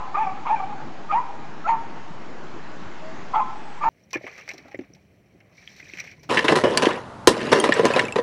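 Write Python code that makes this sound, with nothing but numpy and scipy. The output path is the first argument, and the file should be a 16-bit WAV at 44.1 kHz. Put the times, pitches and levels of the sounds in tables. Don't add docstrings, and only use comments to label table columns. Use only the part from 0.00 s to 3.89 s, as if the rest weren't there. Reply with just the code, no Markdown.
import sys
import numpy as np
from scipy import signal
from scipy.fft import rfft, irfft, next_fast_len
from scipy.io import wavfile
from scipy.ndimage import uniform_filter1d

SR = 44100
rng = np.random.default_rng(int(sys.argv[2]) if len(sys.argv) > 2 else 0)


def magnitude_from_level(level_db):
    exponent = np.asarray(level_db, float) / 20
    return 10 ** exponent


def generate_wav(signal):
    frames = np.transpose(np.atleast_2d(signal))
    scaled = np.clip(frames, -1, 1) * 32767
    pcm = np.round(scaled).astype(np.int16)
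    wavfile.write(sys.argv[1], SR, pcm)


N = 171549


def evened(x):
    return x / np.sqrt(np.mean(x ** 2) + 1e-20)


def smoothed(x, width):
    return uniform_filter1d(uniform_filter1d(x, width), width)


def read(points, hz):
    f, value = np.transpose(points)
    return np.interp(np.log(hz + 1), np.log(f + 1), value)


def coloured(x, points):
    size = next_fast_len(len(x) + 2048)
    gain = magnitude_from_level(read(points, np.fft.rfftfreq(size, 1 / SR)))
    return irfft(rfft(x, size) * gain, size)[:len(x)]


def add(mix, s, sound):
    part = mix[round(s * SR):][:len(sound)]
    part += sound[:len(part)]


def traffic_and_leaves():
    # (time [s], level [dB])
    traffic = [(0.0, -49.5), (0.12, -46.5), (0.9, -43.5), (1.31, -45), (1.61, -44.5), (2.76, -44.5),
               (3.89, -47.5)]
    # (time [s], level [dB])
    breeze = [(0.0, -56.5), (0.33, -56.5), (1.35, -57), (2.119, -57), (3.23, -55), (3.6, -56.5),
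              (3.89, -55.5)]
    # (frequency [Hz], level [dB per Hz])
    floor_colour = [(80, -13.5), (140, -1), (380, -3), (500, -8), (950, -6), (1650, -11.5), (3600, -23.5),
                    (7900, -33)]
    level_db, patch_db, split_hz = -39.5, 1.32, 750
    hop = 256
    frames = N // hop + 5
    hz = np.fft.rfftfreq(1024, 1 / SR)[:, None]
    real, imaginary, patches = rng.standard_normal((frames, 513, 3)).T
    patches = evened(uniform_filter1d(uniform_filter1d(patches, 10, 0), 14, 1))
    t = np.arange(frames) * hop / SR
    low_db = np.interp(t, *np.transpose(traffic))
    high_db = np.interp(t, *np.transpose(breeze))
    low_share = 1 / (1 + (hz / split_hz) ** 2)
    drift_db = low_share * (low_db - low_db.mean()) + (1.5 - low_share) * (high_db - high_db.mean())
    spectra = (real + 1j * imaginary) * magnitude_from_level(patch_db * patches + drift_db)
    noise = signal.istft(spectra, nperseg=1024, noverlap=768)[1][:N]
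    return magnitude_from_level(level_db) * evened(coloured(noise, [(15, -36.5), *floor_colour]))


def knocks():
    # (time [s], level [dB], frequency [Hz], t60 [s])
    bumps = [
        (2.661, -44, 60, 0.19),
        (2.862, -27, 91.5, 0.051),
    ]
    attack_s = 0.0062
    out, t = np.zeros(N), np.arange(SR // 5) / SR
    for s, db, hz, t60_s in bumps:
        decay = magnitude_from_level(db - 60 * t / t60_s)
        add(out, s, decay * np.sin(2 * np.pi * hz * t) * np.minimum(t / attack_s, 1))
    return out


def bird():
    # (time [s], frequency [Hz], level [dB])
    whistle = [(3.29, 7600, -78), (3.35, 7770, -68), (3.4, 7900, -72), (3.46, 7970, -64), (3.5, 7950, -66),
               (3.6, 7890, -61), (3.66, 7830, -61), (3.72, 7760, -61), (3.77, 7640, -63), (3.85, 7700, -74)]
    tremble_db, tremble_hz = 5, 25
    s, hz, db = np.transpose(whistle)
    t = np.arange(N) / SR
    tremble = evened(smoothed_once(rng.standard_normal(N)))
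    level = magnitude_from_level(np.interp(t, s, db, -140, -140) + tremble_db * tremble)
    turns = np.cumsum(np.interp(t, s, hz) + tremble_hz * tremble) / SR
    return np.sqrt(2) * level * np.sin(2 * np.pi * turns)


def smoothed_once(x):
    return uniform_filter1d(x, 500)


def yap(rows, noise, bright_db=0, pitch=1):
    # (frequency [Hz], level [dB])
    throat = [(420, -29.5), (640, -14), (880, 4.5), (1300, -3), (1530, -24), (1800, -23), (2400, -20.5),
              (3300, -53)]
    jitter, puff_share, breath = 0.02, 0.38, 0.55
    flip_hz, low_first_db, low_over_db = 740, -6, -5
    flutter_hz, flutter, scatter_db = 171.4, 0.61, 3.5
    rows = np.array(rows)
    start_s, end_s = rows[0, 0], rows[-1, 0]
    t = start_s + np.arange(round((end_s - start_s) * SR)) / SR
    effort_db, hz, half, rough = (np.interp(t, rows[:, 0], rows[:, k]) for k in (1, 2, 3, 4))
    half, rough, hz = np.clip(half, 0, 1), np.clip(rough, 0, 1), hz * pitch
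    wander = evened(smoothed(noise[0], 150))[:len(t)]
    turns = np.cumsum(hz * (1 + jitter * wander)) / SR

    k = np.arange(1, 19)[:, None] / 2
    size = magnitude_from_level(read(throat, k * hz)) * np.where(k % 1, half, 1)
    low = np.clip((flip_hz - hz) / 60, 0, 1)
    over_db = (k > 1.6) * (k * hz > 1450) * (bright_db + low_over_db * low)
    size = size * magnitude_from_level(over_db + (k == 1) * low_first_db * low)
    waver = evened(smoothed(noise[2:], 200))[:, :len(t)]
    size = size * magnitude_from_level(scatter_db * np.minimum(k - .5, 2) / 2 * waver)
    folds = (size * np.cos(2 * np.pi * k * turns)).sum(0) / np.sqrt((size ** 2).sum(0) / 2)
    beat_turns = np.cumsum(flutter_hz * (1 + .3 * waver[0])) / SR
    folds = folds * (1 + flutter * rough * np.sin(2 * np.pi * beat_turns))

    gate = puff_share + np.exp(-3 * (turns % 1))
    puffs = coloured(gate * noise[1, :len(t)], throat)
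    ends = np.clip(np.minimum(t - t[0], t[-1] - t) / 0.003, 0, 1)
    return ends * magnitude_from_level(effort_db) * (folds + breath * rough * evened(puffs))


def slaps():
    # (time [s], effort [dB], pitch [Hz], half-pitch share [0-1], roughness [0-1])
    slap_1 = [(.357, -42.5, 800, 0.22, .4), (.37, -34, 830, .2, .4), (.388, -43, 800, 0.5, .4)]
    slap_2 = [(.556, -40, 814, .1, .1), (.564, -34, 780, 0.11, .1), (.575, -40.5, 785, .1, .1),
              (.6, -36.5, 770, .1, .2)]
    slap_3 = [(.69, -41, 855, 0.35, 0.27), (0.699, -34.5, 851, 0.34, 0.25), (.715, -36.5, 810, 0.4, 0.47),
              (.735, -33.5, 824, .1, 0.45), (0.749, -41.5, 790, 0.09, 0.3)]
    slap_4 = [(.79, -43, 830, .1, 0.27), (.808, -34.5, 840, .1, .3), (0.815, -42, 840, .1, .3)]
    slap_5 = [(3.46, -36, 906, .7, .3), (3.48, -39, 871, 1, 0.28), (3.503, -34, 870, 1, .3),
              (3.525, -47, 870, 1, .3)]
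    slap_bright_db = [4, 17.5, -2, -1, 0]
    out, tracks = np.zeros(N), (slap_1, slap_2, slap_3, slap_4, slap_5)
    noise = rng.standard_normal((len(tracks), 20, SR // 4))
    for rows, bright_db, chance in zip(tracks, slap_bright_db, noise):
        add(out, rows[0][0], yap(rows, chance, bright_db))
    return out


def whimper():
    # (time [s], length [s], level [dB], start pitch [Hz], end pitch [Hz])
    soft_note = (3, 0.16, -36, 616, 660)
    out = np.zeros(N)
    s, length_s, db, from_hz, to_hz = soft_note
    u = np.linspace(0, 1, round(length_s * SR))
    turns = np.cumsum(from_hz + (to_hz - from_hz) * u) / SR
    add(out, s, magnitude_from_level(db) * np.sin(np.pi * u) * np.sin(2 * np.pi * turns))
    return out


def rasp(length_s, db, top, mouth, noise):
    # (frequency [Hz], width [Hz], level [dB])
    mouth_peaks = [(2270, 440, 8), (3150, 500, -10.5)]
    # (frequency [Hz], width [Hz], level [dB])
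    top_peaks = [(4490, 420, -12), (6810, 500, -13.5)]
    hz = np.fft.rfftfreq(len(noise), 1 / SR)
    peaks = [(f * mouth, w, magnitude_from_level(d)) for f, w, d in mouth_peaks]
    peaks += [(f * np.sqrt(mouth), w, top * magnitude_from_level(d)) for f, w, d in top_peaks]
    colour = sum(g / (1 + (2 * (hz - f) / w) ** 2) for f, w, g in peaks)
    u = np.linspace(0, 1, round(length_s * SR))
    air = evened(irfft(rfft(noise) * colour))[:len(u)]
    return magnitude_from_level(db) * np.sin(np.pi * u ** 0.5) * air


def woods(x):
    # (delay [s], level [dB])
    echoes = [(.009, -16.5), (0.022, -11.5), (.085, -20.5), (.135, -27)]
    # (frequency [Hz], t60 [s])
    decay_s = [(600, 3.1), (800, 1.66), (1000, 0.63), (1500, 1.5), (2500, 2.4), (5000, 1.2)]
    tail_db, start_s, spacing = -14, 0.05, 22
    clump_db = 3.5
    taps = np.zeros(SR)
    at = np.arange(round(start_s * SR), SR - 30, spacing)
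    chance = rng.random((SR // spacing, 2))[:len(at)]
    taps[at + (chance[:, 0] * spacing).astype(int)] = np.sign(chance[:, 1] - .5)
    taps = taps * magnitude_from_level(clump_db * evened(smoothed(rng.standard_normal(SR), 500)))
    hz, t, z = signal.stft(taps, SR, nperseg=256)
    tail = signal.istft(z * magnitude_from_level(-60 * t / read(decay_s, hz)[:, None]), SR, nperseg=256)[1]
    tail = magnitude_from_level(tail_db) * tail / np.linalg.norm(tail)
    tail[0] += 1
    for s, db in echoes:
        tail[round(s * SR)] += magnitude_from_level(db)
    return signal.fftconvolve(x, tail)[:len(x)]


def dog():
    # (time [s], effort [dB], pitch [Hz], half-pitch share [0-1], roughness [0-1])
    yap_1 = [(.142, -27.5, 567, .3, 0), (.157, -17.5, 602, .1, 0.04), (.165, -32.5, 638, .2, 0.33),
             (.17, -25, 780, .5, 0.11), (.185, -19, 820, 0.7, 0.4), (.205, -22, 899, 0, 0.3),
             (.227, -18, 877, .1, 0.08), (.245, -30, 794, .2, 0.2), (.258, -28, 784, .2, 0.31)]
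    yap_2 = [(.452, -30, 451.3, 0.21, 0.31), (.474, -24.5, 619.5, 0.65, 0.95), (.487, -30, 614, 0.63, 0.33),
             (.493, -24, 940, 0.44, 0.63), (0.509, -16, 814, 0.096, 0.31), (.53, -17.5, 915.5, .05, .08),
             (0.549, -17, 872, 0.04, 0.086), (.556, -39, 825, 0.14, 0.16), (0.569, -25.5, 805, 0.039, 0.13)]
    yap_3 = [(1.085, -52, 603, 0.035, 0.048), (1.098, -30, 614, .05, 0.16), (1.116, -18, 623, .05, 0.064),
             (1.12, -29.5, 640, 0.055, .3), (1.124, -24, 793.5, .05, 0.7),
             (1.142, -16.5, 809.7, 0.043, 0.21), (1.149, -17.5, 893.4, .05, 0.2),
             (1.18, -15.5, 961, .05, 0.35), (1.216, -35, 1030, .05, 0.24)]
    yap_4 = [(1.638, -43, 623.6, .05, .1), (1.659, -25, 670.6, .05, .1), (1.671, -24.5, 699.5, .1, .2),
             (1.674, -25.5, 815, 0.085, .2), (1.686, -18.5, 825, .1, 0.35), (1.692, -19, 937, .4, 0.86),
             (1.71, -16, 922.7, .1, 0.18), (1.741, -24, 909, 0.17, 1), (1.778, -35, 890, .2, 0.41)]
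    yap_5 = [(3.33, -42, 539, .3, .4), (3.343, -15.5, 508.5, 0.73, 0.46), (3.356, -24, 656, 0.18, 0.2),
             (3.36, -15, 865.2, 0.92, 0.26), (3.386, -21.5, 899.4, 0.73, 0.65),
             (3.404, -17.5, 799, 0.32, 0.25), (3.407, -20.5, 1066, .1, .25), (3.431, -21, 1032, .05, .1),
             (3.438, -41, 1060, 0.046, .1)]
    yap_6 = [(3.804, -46, 560, .5, .2), (3.815, -27, 578.3, 0.5, .15), (3.823, -26.5, 589.4, .1, .1),
             (3.833, -23.5, 594, .05, .1), (3.841, -18, 671, 0.76, 0.69), (3.847, -21.5, 863, 0.72, 0.49),
             (3.873, -16.5, 905.6, 0.43, 0.57), (3.897, -19.5, 902, 0.36, .3)]
    whine_1 = [(.258, -35, 766, 0.28, .15), (0.274, -21.5, 755, 0.32, 0.26), (.288, -32, 754, 0.19, .3),
               (.298, -25, 758, 0.22, .3), (.308, -33, 762, .3, .3), (.32, -32, 767, 0.36, .3),
               (0.336, -40, 780, 0.5, 0.34)]
    whine_2 = [(.58, -42.5, 804.5, 0.11, .15), (.597, -33.5, 785, .5, .2), (0.603, -23, 772, 0.44, 0.16),
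               (.62, -37, 751, 0.38, 0.25), (0.639, -25, 770, .15, 0.3), (.652, -32.5, 804, 0.16, .4)]
    voice_bright_db = [4, 1.5, -0.5, 0, -3, 3, -5.5, -5.5]
    # (time [s], length [s], level [dB], share of top resonances, mouth scale)
    rasps = [
        (0.147, 0.18, -43.5, .2, 1.01),
        (0.464, 0.074, -38.5, 0.1, 1.05),
        (1.109, 0.071, -37, 0.22, 1.023),
        (1.673, 0.067, -36, 1.16, .96),
        (3.346, 0.025, -36, 0.0202, 0.92),
        (3.819, 0.085, -41, 1, 1.01),
        (3.348, .026, -43, .02, 1.426),
    ]
    earlier_s, earlier_db, earlier_pitch = -0.11, -0.5, 0.97
    lead = SR // 4
    lead_s = lead / SR
    voices = (yap_1, yap_2, yap_3, yap_4, yap_5, yap_6, whine_1, whine_2)
    out = np.zeros(N + lead)
    noise = rng.standard_normal((len(voices) + 1, 20, SR // 4))
    for rows, chance, bright_db in zip(voices, noise, voice_bright_db):
        add(out, rows[0][0] + lead_s, yap(rows, chance, bright_db))
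    for (s, *row), chance in zip(rasps, noise[:, -1, -8192:]):
        add(out, s + lead_s, rasp(*row, chance))
    add(out, earlier_s + lead_s, magnitude_from_level(earlier_db) * yap(yap_5, noise[-1], pitch=earlier_pitch))
    return woods(out)[lead:]


def scene():
    return (traffic_and_leaves() + knocks() + bird() + slaps() + whimper() + dog())[None]


def roll_off(x):
    return signal.sosfilt(signal.butter(12, 8780, fs=SR, output="sos"), x)


def record(dry):
    # (frequency [Hz], level [dB])
    band_edge = [(7000, -1), (7600, -4.5), (7950, -16), (8050, -22.5), (8300, -15), (8700, -23.5),
                 (9000, -42.5), (9300, -89)]
    first_rate_hz, offset = 16000, -0.036
    half_hz = first_rate_hz / 2
    x = coloured(dry[0], [(half_hz - 20, 0), (half_hz, -100)])
    x = x + 2 * x * np.cos(2 * np.pi * first_rate_hz * np.arange(N) / SR)
    mix = (coloured(x, band_edge) + offset)[None]
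    return roll_off(mix)


dry = scene()
out = record(dry)
generate_wav(out)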